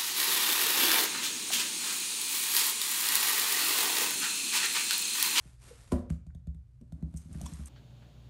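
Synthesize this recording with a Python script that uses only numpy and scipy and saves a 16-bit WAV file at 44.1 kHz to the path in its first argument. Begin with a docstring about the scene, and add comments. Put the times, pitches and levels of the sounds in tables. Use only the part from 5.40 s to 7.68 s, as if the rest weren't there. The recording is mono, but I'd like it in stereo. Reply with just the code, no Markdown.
"""Puppy crossing a laminate floor

A small room, a stereo microphone near someone who sits on the floor and pats it with one hand.
A puppy walks off a rug towards them; its claws tick and skid as it comes close.
Every pat and paw sends a bending wave through the hollow floor and sets the boards ringing.
A sleeve rustles as the arm moves, and an appliance hums in the background."""
import sys
import numpy as np
from scipy import signal
from scipy.fft import rfft, irfft, next_fast_len
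from scipy.io import wavfile
from scipy.ndimage import map_coordinates

SR = 44100
rng = np.random.default_rng(int(sys.argv[2]) if len(sys.argv) > 2 else 0)


def wav_out(sig):
    """Save sig, one row per channel (or a flat mono array), as 16-bit PCM at SR to the path in sys.argv[1]."""
    wavfile.write(sys.argv[1], SR, np.round(np.clip(np.atleast_2d(sig).T, -1, 1) * 32767).astype(np.int16))


N = 100768
T = np.arange(N) / SR
FFT_SIZE = next_fast_len(N + SR)
HZ = np.fft.rfftfreq(FFT_SIZE, 1 / SR)

# Each row: start in seconds, thud in dB, softness corner in Hz, tick in dB, nail ping in Hz.
PAW_FALLS = [(.052, -58.5, 390, -80, 4000), (.786, -50.5, 167, -82, 4000),
             (0.8664, -38, 101.4, -59.5, 4300), (.9485, -40, 119.6, -58, 3600),
             (1.071, -31.5, 109.2, -58, 4270), (1.1454, -42.5, 120.5, -63, 3510),
             (1.412, -55, 390, -63, 5700), (1.5226, -39, 163, -53.5, 3670), (1.607, -69, 305, -72.5, 4200),
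             (1.625, -33.5, 204, -60, 4170), (1.7404, -36.5, 166, -56.5, 4350),
             (1.853, -45.5, 157, -66, 3940), (1.904, -39.5, 110, -75, 4000), (1.95, -37.5, 176, -62, 4000),
             (2.013, -42.5, 238, -56, 4000), (2.028, -38.5, 206, -70.5, 4000),
             (2.119, -39, 148, -50.5, 4000), (2.190, -39, 167, -60, 4050), (2.205, -42.5, 167, -61.5, 4050)]
# Pads dragging. Each row: time in seconds, level in dB.
DRAG_LEVEL = [(1.4, -92), (1.6, -55), (1.68, -57), (1.82, -83), (1.91, -52), (2.07, -53.5), (2.15, -64),
              (2.284, -62.5)]
# Each row: start in seconds, level in dB, decay (t60) in seconds, low cut in Hz.
CLAW_STRIKES = [(1.763, -49.5, .03, 5840), (1.771, -41.5, 0.046, 5200), (1.929, -50, 0.028, 6150),
                (2.0143, -36.5, 0.01, 2500), (2.035, -54, 0.02, 3000), (2.136, -44.5, 0.018, 4400),
                (2.2577, -40, 0.024, 7000), (2.270, -47, 0.034, 7100), (2.275, -51, .035, 7000)]
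# Each row: centre in seconds, level in dB, half-length in seconds, pitch in Hz, bandwidth in Hz.
RUBS = [(0.321, -49.5, 0.0082, 497, 50.5), (0.669, -53.5, 0.0057, 500, 120),
        (0.905, -63.5, 0.0016, 1530, 606), (1.424, -47, 0.0059, 248, 88.5),
        (1.949, -62.5, 0.0074, 1400, 1010), (2.014, -51.5, 0.0028, 646, 158),
        (2.042, -56, 0.0037, 630, 150), (2.075, -53, 0.0046, 5600, 160)]
# The hand lands. Each row: time in seconds, thud in dB, softness corner in Hz, skin smack in dB.
PALM_HITS = [(0.5211, -26, 514, -34.5), (0.532, -46, 586, -48.5)]
FINGER_HITS = [(0.697, -63.5, 200, -56.5), (0.702, -29.5, 194.4, -43.5)]
# Each row: pitch in Hz, gain in dB under paws or fingers, gain in dB under the palm, t60 in seconds.
FLOOR_MODES = [(45, -28, -13, 0.44), (68.9, -0.5, -5.5, 0.32), (75, -8, -2, 0.32), (88, -20.5, -12.5, 0.81),
               (161.8, 2.5, -7, 0.2), (195, -6.5, -1.5, 0.22), (220.7, -15.5, -8, 0.42),
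               (245.9, -7.5, -1.5, 0.4), (279, -14, -35, 0.35), (334, -18, -10, 0.2), (352.4, -12, -4, 0.2),
               (453, -15, -17, 0.17), (552, -18.5, -9, 0.27), (589, -9, -6, 0.22), (647.6, -9, -17, 0.25),
               (984, -12, -9, 0.2), (1117, -19, -12, 0.1), (1219, -9, -9, 0.16)]
# Cloth and skin sliding. Each row: time in seconds, level in dB.
SLEEVE_LEVEL = [(0, -64.5), (.08, -64), (0.189, -74.5), (.22, -60.5), (.28, -55.5), (.36, -61.5),
                (.49, -63.5), (.54, -56.5), (.6, -68), (.67, -103), (.72, -66.5), (.76, -75), (.81, -98),
                (1.4, -87.5), (1.68, -80.5), (1.79, -66.5), (1.87, -70.5), (1.94, -62), (1.99, -62),
                (2.06, -57), (2.13, -59), (2.2, -59), (2.25, -64.5), (2.284, -55.5)]
# Each row: frequency in Hz, level in dB.
HUM_PARTIALS = [(59.6, -58.5), (119, -60.5)]

# The tone colour of each sound. Each row: frequency in Hz, relative gain in dB.
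TICK_COLOUR = [(300, -3), (620, 15), (900, 1), (1400, -1), (2800, -4), (4000, -5), (5200, -10.5),
               (6200, -2), (8500, -1.5), (12000, -4.5)]
DRAG_COLOUR = [(80, -9), (200, 3.5), (290, 6), (400, -19), (640, -16.5), (1000, -26.5), (2000, -36),
               (5000, -60)]
CLAW_COLOUR = [(800, 0), (3000, -2.5), (5000, -8.5), (6200, 5), (7300, -1), (8400, 8), (9800, -2),
               (11300, -1.5), (13000, -1)]
SKID_COLOUR = [(500, -25), (1020, 9.5), (1500, -15), (2400, -2), (2900, -11), (3400, 7), (4000, -8),
               (6500, 2.5), (8600, 3), (12000, -6.5)]
SMACK_COLOUR = [(200, -29), (900, 14), (1400, 5.5), (2200, -2), (4500, -5.5), (8000, -2.5), (12000, -4)]
RATTLE_COLOUR = [(120, -13), (250, 5.5), (400, -3.5), (520, 1), (700, 0), (850, -11.5), (1020, -7),
                 (1300, -17), (1700, -19.5), (2200, -31), (5000, -53)]
FINGERTIP_COLOUR = [(300, -1), (800, 5), (1400, 5.5), (2300, 1.5), (3200, -4.5), (5000, -8), (8500, -2),
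                    (12000, -7)]
BENDING_WAVE_COLOUR = [(30, -26.5), (70, -12), (160, 12), (300, -7), (600, -30.5), (1000, -6), (2000, -20)]
CLOTH_COLOUR = [(150, 10.5), (400, 2.5), (1300, 4), (2200, 1.5), (4500, -1), (6500, -1), (8800, 1),
                (11300, 2.5), (13000, -28.5)]
REVERB_COLOUR = [(60, -21), (170, -15.5), (400, -9.5), (1000, -10), (3000, -9.5), (9000, -8.5)]
ROOM_TONE_COLOUR = [(20, -8), (45, 3), (70, -7.5), (125, 1), (200, -24), (400, -32), (1000, -43),
                    (3000, -49), (9000, -52.5), (13000, -52.5)]

# The room's decay. Each row: frequency in Hz, t60 in seconds.
ROOM_T60 = [(80, 0.16), (300, 0.34), (1000, 0.41), (4000, 0.41), (11000, 0.24)]
# Width of diffuse sound. Each row: frequency in Hz, side over mid in dB.
STEREO_WIDTH = [(60, -19.5), (150, -8.5), (280, -4), (500, -2), (1500, 3), (3500, -6.5), (6500, -9),
                (9000, -17), (12000, -18.5)]
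# Balance at the microphone. Each row: frequency in Hz, left over right in dB.
LEFT_GAIN = [(60, 0.2), (160, 3.5), (300, 1), (1200, 2), (5000, 3.5), (9000, 0.3)]
# Phase between its two ports. Each row: frequency in Hz, the left's lead in radians.
LEFT_LEAD = [(0, -1.5), (1000, 0.59), (1900, 1.13), (2500, 0.58), (3200, 1.2), (4500, 0.65), (5700, 0.9),
             (6800, 0.94), (7700, 1), (8600, 1), (10000, -2.5), (11000, -5), (11800, -4.5)]


def paws():
    """Each paw ticks as it touches, then its weight thumps the floor; the pads drag between steps."""
    ticks = 0
    for start, _, _, db, ping_hz in PAW_FALLS:
        ping = 1 + amp(9.5) * resonance(ping_hz, width_hz=220)
        ticks += amp(db) * burst(start, rise_s=0.001, t60=0.022) * noise(colour(TICK_COLOUR) * ping)
    drag = swell(DRAG_LEVEL) * noise(colour(DRAG_COLOUR))
    return floor_thuds(PAW_FALLS) + ticks + drag


def claws():
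    """Claws strike the boards in bright clicks and short scratches; one paw skids."""
    clicks = 0
    for start, db, t60, edge_hz in CLAW_STRIKES:
        scratch = noise(colour(CLAW_COLOUR) * low_cut(edge_hz))
        clicks += amp(db) * burst(start, rise_s=0.0003, t60=t60) * scratch
    skid = amp(-42) * bump(centre_s=2.064, half_s=0.0042) * noise(colour(SKID_COLOUR))
    return clicks + skid


def palm():
    """Skin smacks the boards, air pops from under the palm, the floor booms and loose boards chatter."""
    start, rise_s = PALM_HITS[0][0], 0.0022
    pop = amp(-32.5) * burst(start, rise_s, t60=0.03) * noise(resonance(996, width_hz=140))
    rattle = amp(-38) * burst(start, rise_s=0.0099, t60=0.33) * noise(colour(RATTLE_COLOUR))
    hits = sum(amp(db) * burst(s - rise_s, rise_s, t60=0.036) for s, _, _, db in PALM_HITS)
    smacks = hits * noise(colour(SMACK_COLOUR))
    return floor_thuds(PALM_HITS, under_palm=True) + smacks + pop + rattle


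def fingers():
    """The fingertips tap down a moment after the palm."""
    taps = sum(amp(db) * burst(s - 0.001, rise_s=0.0012, t60=0.022) for s, _, _, db in FINGER_HITS)
    return floor_thuds(FINGER_HITS) + taps * noise(colour(FINGERTIP_COLOUR))


def floor_thuds(blows, under_palm=False):
    """Soft blows on the hollow floor: a bending wave, treble first, and the ringing boards."""
    ring = 0
    for hz, paw_db, palm_db, t60 in FLOOR_MODES:
        ring += amp(palm_db if under_palm else paw_db) * np.cos(2 * np.pi * hz * T) * fade(T, t60)
    wave = amp(-62 if under_palm else -54) * colour(BENDING_WAVE_COLOUR)
    response = rfft(ring, FFT_SIZE) / SR + wave
    lag_cycles, knee_hz = 1.551, 29.83  # the delay grows towards the bass, levelling off below the knee
    dispersion = np.exp(-2j * np.pi * lag_cycles * np.log1p(HZ / knee_hz))
    force = sum(amp(db) * delay(s) * high_cut(corner_hz, order=2.44) for s, db, corner_hz, *_ in blows)
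    return SR * irfft(force * response * dispersion, FFT_SIZE)[:N]


def squeaks():
    """Brief rubs, knocks and squeaks on the boards, each in one resonance."""
    return sum(amp(db) * bump(s, half_s) * noise(resonance(hz, width_hz))
               for s, db, half_s, hz, width_hz in RUBS)


def sleeve():
    """Grainy friction of cloth that follows the moving arm."""
    grain_db, grains_per_s = 2, 350
    grain = map_coordinates(rng.standard_normal(N), [T * grains_per_s])
    friction = unit(amp(grain_db * grain) * noise(colour(CLOTH_COLOUR)))
    return swell(SLEEVE_LEVEL) * friction


def reverb(x):
    """The small room's diffuse answer, shorter in the bass and the high treble."""
    hz, t, bands = signal.stft(rng.standard_normal((2, SR // 2)), SR, nperseg=256)
    t60 = curve(ROOM_T60, hz)[:, None]
    equal_energy = np.sqrt(2 * np.log(1000) / (t60 * SR))
    tail = signal.istft(bands * fade(t, t60) * equal_energy, SR, nperseg=256)[1]
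    return diffuse(filtered(x, rfft(tail, FFT_SIZE) * colour(REVERB_COLOUR) * delay(0.005)))


def background():
    """An appliance's hum over low room tone."""
    hum = sum(amp(db) * np.sqrt(2) * np.sin(2 * np.pi * (hz * T + rng.random()))
              for hz, db in HUM_PARTIALS)
    room_tone = diffuse([noise(colour(ROOM_TONE_COLOUR)) for _ in range(2)])
    return hum + amp(-58.5) * room_tone


def diffuse(pair):
    """Two unrelated signals as mid and side at the microphone."""
    mid, side = pair[0], filtered(pair[1], colour(STEREO_WIDTH))
    return np.array([mid + side, mid - side])


def amp(db):
    """Decibels to gain."""
    return 10 ** (np.asarray(db) / 20)


def unit(x):
    """Scale to rms 1."""
    return x / np.sqrt(np.mean(x ** 2) + 1e-20)


def curve(points, hz=HZ):
    """Join (Hz, value) points on a log frequency axis."""
    freqs, values = np.transpose(points)
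    return np.interp(np.log(hz + 1), np.log(freqs + 1), values)


def colour(points):
    """Frequency response through (Hz, dB) points."""
    return amp(curve(points))


def resonance(hz, width_hz):
    """Gain of one resonant peak."""
    return 1 / (1 + (2 * (HZ - hz) / width_hz) ** 2)


def low_cut(hz):
    """Fifth-order bass roll-off."""
    return 1 / np.sqrt(1 + (hz / (HZ + 1)) ** 10)


def high_cut(hz, order):
    """Treble roll-off."""
    return 1 / np.sqrt(1 + (HZ / hz) ** (2 * order))


def delay(seconds):
    """Frequency response of a delay."""
    return np.exp(-2j * np.pi * HZ * seconds)


def filtered(x, response):
    """Pass x through a frequency response."""
    return irfft(rfft(x, FFT_SIZE) * response, FFT_SIZE)[..., :N]


def noise(response):
    """Coloured noise of rms 1."""
    return unit(filtered(rng.standard_normal(N), response))


def fade(t, t60):
    """Decay by 60 dB in t60 seconds."""
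    return np.exp(-np.log(1000) * np.maximum(t, 0) / t60)


def burst(start, rise_s, t60):
    """Envelope of a contact: a quick rise, then a decay."""
    since_peak = T - start - rise_s
    return np.exp(-(np.minimum(since_peak, 0) / rise_s) ** 2) * fade(since_peak, t60)


def bump(centre_s, half_s):
    """Bell-shaped envelope of a rub."""
    return np.exp(-0.5 * ((T - centre_s) / half_s) ** 2)


def swell(points):
    """Envelope through (seconds, dB) points."""
    return amp(np.interp(T, *np.transpose(points)))


def scene():
    """Puppy, hand and sleeve with the room's answer behind them, over the hum."""
    pat = palm()
    light_sounds = paws() + fingers() + claws() + squeaks() + sleeve()
    return pat + light_sounds + reverb(pat) + reverb(amp(0.5) * light_sounds) + background()


def record(dry):
    """A two-port microphone, the left a little nearer, with a bass cut, a treble notch and a steep top."""
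    left_over_right = colour(LEFT_GAIN) * np.exp(1j * curve(LEFT_LEAD))
    ports = left_over_right ** np.array([[0.5], [-0.5]])  # half to each side
    notch = 1 - resonance(10420, width_hz=100)
    return filtered(dry, ports * notch * low_cut(36) * high_cut(12200, order=45))


dry = scene()
out = record(dry)
wav_out(out)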